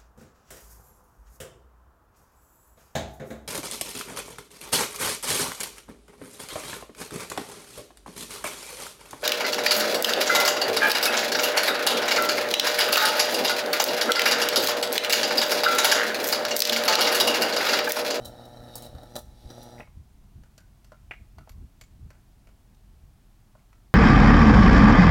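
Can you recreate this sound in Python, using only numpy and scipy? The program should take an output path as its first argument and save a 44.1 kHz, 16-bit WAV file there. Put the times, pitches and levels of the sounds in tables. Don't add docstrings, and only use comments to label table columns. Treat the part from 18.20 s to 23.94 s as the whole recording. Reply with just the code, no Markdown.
import sys
import numpy as np
from scipy import signal
from scipy.fft import rfft, irfft, next_fast_len
from scipy.io import wavfile
from scipy.ndimage import map_coordinates

SR = 44100
rng = np.random.default_rng(int(sys.argv[2]) if len(sys.argv) > 2 else 0)


def inscribe(sig):
    pcm = np.round(np.clip(np.atleast_2d(sig).T, -1, 1) * 32767)
    wavfile.write(sys.argv[1], SR, pcm.astype(np.int16))


N = 253134

MAINS_HZ = 59.9
STRIKE_HZ = 2 * MAINS_HZ
BLOWOUT = 0.88

# (frequency [Hz], density [dB per Hz])
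FLAME_SPECTRUM = [(70, -13.5), (150, -2), (320, 2), (410, -12.5), (540, 4), (780, 1.5), (1080, -16),
                  (1330, -6), (1580, -17.5), (1820, -12.5), (2300, -40), (5000, -32)]


def amp(db):
    return 10 ** (np.asarray(db) / 20)


def unit(x):
    return x / np.sqrt(np.mean(x ** 2) + 1e-20)


def along(points, hz):
    f, v = np.transpose(points)
    return np.interp(np.log(hz + 1), np.log(f + 1), v)


def curves(rows):
    s, *cols = np.transpose(rows)
    return [np.interp(np.arange(N) / SR, s, c) for c in cols]


def wobble(rate):
    knots = rng.standard_normal(int(N * rate / SR) + 4)
    return map_coordinates(knots, [np.arange(N) * rate / SR])


def filtered(x, response):
    m = next_fast_len(len(x) + SR // 4)
    return irfft(rfft(x, m) * response(np.fft.rfftfreq(m, 1 / SR)), m)[:len(x)]


def noise(spectrum):
    return unit(filtered(rng.standard_normal(N), lambda hz: amp(along(spectrum, hz))))


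def coloured(x, spectrum, size=4096):
    cepstrum = irfft(np.log(amp(along(spectrum, np.fft.rfftfreq(size, 1 / SR)))))
    fold = np.r_[1, np.full(size // 2 - 1, 2), np.zeros(size // 2)]
    impulse = irfft(np.exp(rfft(cepstrum * fold)))
    return signal.fftconvolve(x, impulse)[:len(x)]


def resonate(x, modes):
    def response(f):
        return sum(amp(db) * 1j * f * w / (c * c - f * f + 1j * f * w) for c, w, db in modes)
    return filtered(x, response)


def add(track, s, sound):
    start = max(round(s * SR), 0)
    track[start:start + len(sound)] += sound[:N - start]


def burnt():
    return np.clip((np.arange(N) / SR - BLOWOUT) / .01 + 1, 0, 1)


def strikes(jitter, scatter_db):
    count = int(STRIKE_HZ * N / SR)
    late, size = rng.standard_normal((2, count))
    when = (np.arange(count) + .4) / STRIKE_HZ + jitter * late
    return np.bincount(np.clip(when * SR, 0, N - 1).astype(int), amp(scatter_db * size), N)


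def gate(pulses, t60):
    return unit(signal.lfilter([1], [1, -amp(-60 / (t60 * SR))], pulses))


def kick(pulses, harmonics):
    # (multiple of the strike rate, level [dB])
    kick_treble = [(11, -27.5), (13, -31.5), (15, -21.5), (19, -46.5), (33, -45.5)]
    spectrum = [(k * STRIKE_HZ, db) for k, db in [(.5, -15), *harmonics, *kick_treble]]
    return unit(coloured(-pulses, spectrum))


def case(x):
    # (frequency [Hz], width [Hz], level [dB])
    clean_modes = [(3067, 20, 2.5), (3770, 23, -27), (3840, 44, 9), (3920, 39, 7.5), (4160, 27, -1),
                   (4670, 45, -1), (5450, 86, 1), (6300, 110, -42), (7700, 230, -16), (9240, 200, -12),
                   (9600, 210, -28), (9900, 250, -24)]
    burnt_modes = [(3100, 32, -23), (3620, 64, -3), (3916, 86, 7), (4460, 190, -12), (4860, 93, -0.5),
                   (5650, 91, 3), (6540, 33, -14), (7560, 130, -11.5), (7950, 82, -18), (9000, 130, -32),
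                   (10300, 160, -9), (11400, 250, -20)]
    ring = resonate(x * (1 - burnt()), clean_modes) + resonate(x * burnt(), burnt_modes)
    return map_coordinates(ring, [np.arange(N) + .001 * SR * wobble(7)])


def walls(x):
    out = x.copy()
    for delay, gain in [(.00045, .3), (.00095, .45), (.0016, -.4), (.0023, .3)]:  # (s, gain)
        lag = delay * SR * (1 + .025 * wobble(4))
        out += gain * x[np.round(np.arange(N) - lag).astype(int)]
    return unit(out)


def arc():
    # (time [s], buzz [dB], sizzle [dB])
    arc_course = [(0.0, -46, -53), (0.12, -51.5, -58), (0.26, -47, -63), (0.38, -51, -63.5),
                  (0.495, -46.5, -61), (0.525, -54, -56), (0.57, -47, -56.5), (0.66, -47.5, -56),
                  (0.71, -53.5, -66.5), (0.985, -48, -61), (1.02, -59.5, -75), (1.2, -61, -61),
                  (1.31, -49.5, -59.5), (1.46, -50, -56.5), (1.61, -48.5, -67)]
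    # (multiple of the strike rate, level [dB])
    kick_clean = [(1, 0), (2, -4), (3, -10), (4, -5.5), (5, -5), (6, -3.5), (7, -12), (8, -19), (9, -26)]
    kick_burnt = [(1, 0), (2, -2), (3, -8), (4, -7), (5, -10), (6, -11), (7, -8), (8, -18), (9, -25)]
    # (frequency [Hz], density [dB per Hz])
    sizzle_spectrum = [(2000, -3), (4000, 8.5), (6000, -1), (7200, -5), (9500, -0.5), (12500, -4),
                       (16000, -12)]
    arc_out, fade_out = 1.622, 0.0071
    flicker_db, flicker_rate = 1.3, 13.57
    full_arc_db = -50
    flame_db, flame_burnt_db = -2, -2
    flame_grows = 1.03

    buzz_db, sizzle_db = curves(arc_course)
    buzz_db = buzz_db + flicker_db * wobble(flicker_rate)
    over_full_db = buzz_db - full_arc_db
    alive = np.clip((arc_out - np.arange(N) / SR) / fade_out + 1, 0, 1)
    after = burnt()

    pulses = strikes(jitter=.00005, scatter_db=1.8)
    buzz = amp(buzz_db) * ((1 - after) * kick(pulses, kick_clean) + after * kick(pulses, kick_burnt))

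    level_db = full_arc_db + flame_db + flame_burnt_db * after + flame_grows * over_full_db
    turbulence = gate(pulses, t60=.04) * rng.standard_normal(N)
    flame = amp(level_db) * unit(coloured(turbulence, FLAME_SPECTRUM))

    sputter = gate(strikes(jitter=.0005, scatter_db=3), t60=.03) * rng.standard_normal(N)
    ring = amp(0.55 * over_full_db + 0.78 * sizzle_db - 14.5) * unit(case(sputter))
    hiss = amp(sizzle_db - 6) * gate(pulses, t60=1.0) * walls(noise(sizzle_spectrum))
    return alive * (buzz + flame + ring + hiss)


def wind():
    # (time [s], level [dB])
    breeze_levels = [(0.0, -60.5), (3.9, -60), (4.3, -61.5), (5.7, -65)]
    # (time [s], peak [dB], length [s])
    gusts = [(0.035, -46, 0.1), (0.756, -43, 0.07), (1.08, -49.5, 0.1), (1.258, -41, 0.041),
             (1.779, -44.5, 0.065), (2.188, -46, 0.067), (2.86, -57, 0.039), (3.015, -46, 0.023),
             (3.2, -44.5, 0.048), (3.393, -45, 0.12), (3.841, -42.5, 0.1)]
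    # (frequency [Hz], density [dB per Hz])
    buffet_spectrum = [(15, -11), (40, 0), (75, 4), (120, -4.5), (190, -13.5), (300, -26.5), (500, -35.5),
                       (1000, -91)]
    flutter_spectrum = [(70, -14), (150, 7), (300, 1), (600, -28), (1500, -43)]
    swing_db, swing_rate = 3.5, 6.2

    t = np.arange(N) / SR
    breeze_db, = curves(breeze_levels)
    breeze = amp(breeze_db + swing_db * wobble(swing_rate)) ** 2
    eddies = sum(amp(db) ** 2 * np.exp(-(2 * (t - s) / length) ** 2) for s, db, length in gusts)
    buffet_db = 10 * np.log10(breeze + eddies)
    low = amp(buffet_db) * noise(buffet_spectrum)
    flutter = amp(buffet_db - 19.5 + 4.8 * wobble(25)) * noise(flutter_spectrum)
    return low + flutter


def air():
    # (frequency [Hz], level [dB])
    drone_tone = (45, -61)
    # (frequency [Hz], density [dB per Hz])
    air_spectrum = [(12, -55), (20, -1.5), (49, 3), (70, -37.5), (88, -6), (127, -6.5), (158, -16.5),
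                    (198, -10.5), (255, -18.5), (293, -20), (527, -30), (678, -25), (1810, -34.5),
                    (14300, -41.5), (16000, -42.5)]
    hz, db = drone_tone
    drone = amp(db) * unit(np.sin(2 * np.pi * hz * np.arange(N) / SR + 1.8 * wobble(6.6)))
    return drone + amp(-56.5 + 0.17 * wobble(2.9)) * noise(air_spectrum)


def sputtering(length, count=8):
    spit_db, scatter_db = -7.5, 2
    after = np.arange(1, count) / STRIKE_HZ
    lit = np.clip((length - after) * STRIKE_HZ + .5, 0, 1)
    sizes = lit * amp(spit_db + scatter_db * rng.standard_normal(count - 1))
    return np.bincount((np.r_[0, after] * SR).astype(int), np.r_[1, sizes], SR // 4)


def dying(pulses, t60):
    return np.sqrt(signal.lfilter([1], [1, -amp(-60 / (t60 * SR)) ** 2], pulses ** 2))


def flares():
    # (time [s], strength [dB], top hiss [dB re strength], thump before trims [dB re strength],
    # sputtering goes on for [s])
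    flare_events = [(0.0484, -32.5, -13, -10, 0.035), (0.0543, -23.5, -17, -20, 0.002),
                    (0.2533, -37.5, -17, -10, 0.012), (0.5553, -29, -2.5, -7, 0.027),
                    (0.6224, -30, -11.5, -20, 0.046), (0.7507, -39, -36, -1.5, 0.002),
                    (0.7836, -38, -40, -2, 0.002), (0.833, -37.5, -19, -2, 0.002),
                    (0.9554, -19.5, -19, -3, 0.002), (0.9632, -20.5, -14, -25, 0.002),
                    (0.983, -39, -14, -10, 0.002), (0.9914, -38.5, -8, -37, 0.002),
                    (1.3024, -29.5, -37, -5.5, 0.015), (1.43, -38, -9, -21, 0.002),
                    (1.5988, -39, -33, 2, 0.002)]
    # (frequency [Hz], density [dB per Hz])
    spit_spectrum = [(590, -47), (1000, -20), (1420, -22), (2840, -52), (3050, -46), (3300, -35),
                     (3840, -10), (4210, -3), (6550, -4.5), (7190, -0.5), (16000, -1)]
    hiss_t60, puff_t60 = 0.05, 0.089

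    spit, ring, puff, jolt = np.zeros((4, N))
    for s, db, top_db, thump_db, length in flare_events:
        flashes = sputtering(length)
        fade = dying(flashes, hiss_t60)
        add(spit, s, amp(db + top_db) * fade)
        add(ring, s, amp(db - 16.5) * fade)
        add(puff, s, amp(db + thump_db - 6.5) * dying(flashes, puff_t60))
        add(jolt, s, -amp([db + thump_db + 25.5]))
    hiss = spit * walls(noise(spit_spectrum))
    case_ring = ring * unit(case(rng.standard_normal(N)))
    return hiss + case_ring + puff * noise(FLAME_SPECTRUM) + coloured(jolt, FLAME_SPECTRUM)


def burst(x):
    return x / np.linalg.norm(x) * np.sqrt(0.01 * SR)


def cracks():
    # (time [s], knock [dB], clack [dB], tick [dB], ring frequency [Hz])
    crack_events = [(1.581, -66, -54.5, -78, 2270), (1.604, -45, -44, -78, 2200),
                    (1.673, -61, -64, -82, 1110), (2.235, -62.5, -65.5, -67, 1490),
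                    (2.379, -58.5, -66, -53, 1520), (2.645, -65, -65.5, -61, 5330),
                    (2.719, -47, -62, -64.5, 1370), (2.91, -44.5, -35, -62.5, 2210),
                    (3.184, -49.5, -57, -60, 1330), (3.274, -51.5, -69, -78, 1090),
                    (3.293, -57, -54.5, -53.5, 12000), (3.612, -58.5, -49.5, -50.5, 7100),
                    (3.904, -57, -58, -61, 1540), (3.951, -65.5, -70, -81, 1570),
                    (4.271, -63, -62.5, -69, 2860), (4.288, -65, -71, -72, 1105),
                    (4.547, -86, -79, -70, 12900), (5.351, -55.5, -79, -87, 1080),
                    (5.393, -83, -71, -78, 2790), (5.529, -64.5, -62.5, -69, 1330)]
    # (frequency [Hz], width [Hz], level [dB])
    cover_modes = [(630, 60, 0), (1040, 70, -2), (1450, 80, 0), (1990, 70, -1), (2260, 110, 4),
                   (2520, 120, 3), (2760, 130, 1), (4500, 350, 2), (6100, 400, -2), (7200, 500, 4),
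                   (8400, 400, 0), (12700, 600, 2)]
    # (frequency [Hz], density [dB per Hz])
    spectra = ([(120, -7), (350, -1), (550, 6), (1400, -2), (2200, -23), (4000, -42), (16000, -88)], [(500, -53), (1400, -1.5), (2200, 3.5), (3000, -7.5), (3700, -27.5),
                               (8000, -64), (15000, -62)], [(1000, -27), (2000, -0.5), (3500, 1.5), (5500, 3),
                                              (8000, -5.5), (10500, -5.5), (13000, -5), (15000, -16)])
    # one level [dB] for knock, clack and tick
    ring_drive_db = [-17.5, -18.5, -12]
    snap_t60, rattle_t60, rattle_db = 0.043, 0.052, 1.5
    ring_t60 = 0.26

    out = np.zeros(N)
    t = np.arange(SR // 4) / SR
    for s, knock_db, clack_db, tick_db, ring_hz in crack_events:
        gains = amp([knock_db, clack_db, tick_db])
        decay = amp(-60 * t / snap_t60) + amp(rattle_db - 60 * t / rattle_t60)
        snap = rng.standard_normal(len(t)) * decay
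        snap[0] += amp(16.5)
        cover = snap + resonate(snap, cover_modes)
        body = sum(gain * burst(coloured(cover, spectrum)) for gain, spectrum in zip(gains, spectra))
        cluster = unit(resonate(rng.standard_normal(len(t)), [(ring_hz, .05 * ring_hz, 0)]))
        fade = amp(-60 * t / ring_t60 * np.sqrt(ring_hz / 2000))
        add(out, s, body + np.dot(gains, amp(ring_drive_db)) * fade * cluster)
    return out


def yard(x):
    # (frequency [Hz], t60 [s])
    yard_decay = [(200, 0.54), (2200, 0.33), (7000, 0.46), (15000, 0.34)]
    scatter_hz = 795
    hz, t, z = signal.stft(rng.standard_normal(SR // 2), SR, nperseg=256)
    fade = amp(-60 * t / along(yard_decay, hz)[:, None])
    tail = signal.istft(z * fade, SR, nperseg=256)[1]
    tail = filtered(tail, lambda f: f ** 2 / (f ** 2 + scatter_hz ** 2))
    late = np.pad(x, (round(.004 * SR), 0))
    return signal.fftconvolve(late, tail / np.linalg.norm(tail))[:N]


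def scene():
    buzz, bursts = arc(), flares() + cracks()
    slap = amp(-12.5) * np.pad(bursts, (round(0.025 * SR), 0))[:N]
    tail = yard(amp(-7.0) * buzz + amp(-15) * bursts)
    return (buzz + bursts + slap + tail + wind() + air())[None]


def record(dry):
    top_hz = 16200
    return np.array([filtered(channel, lambda hz: 1 / (1 + (hz / top_hz) ** 120)) for channel in dry])


dry = scene()
out = record(dry)
inscribe(out)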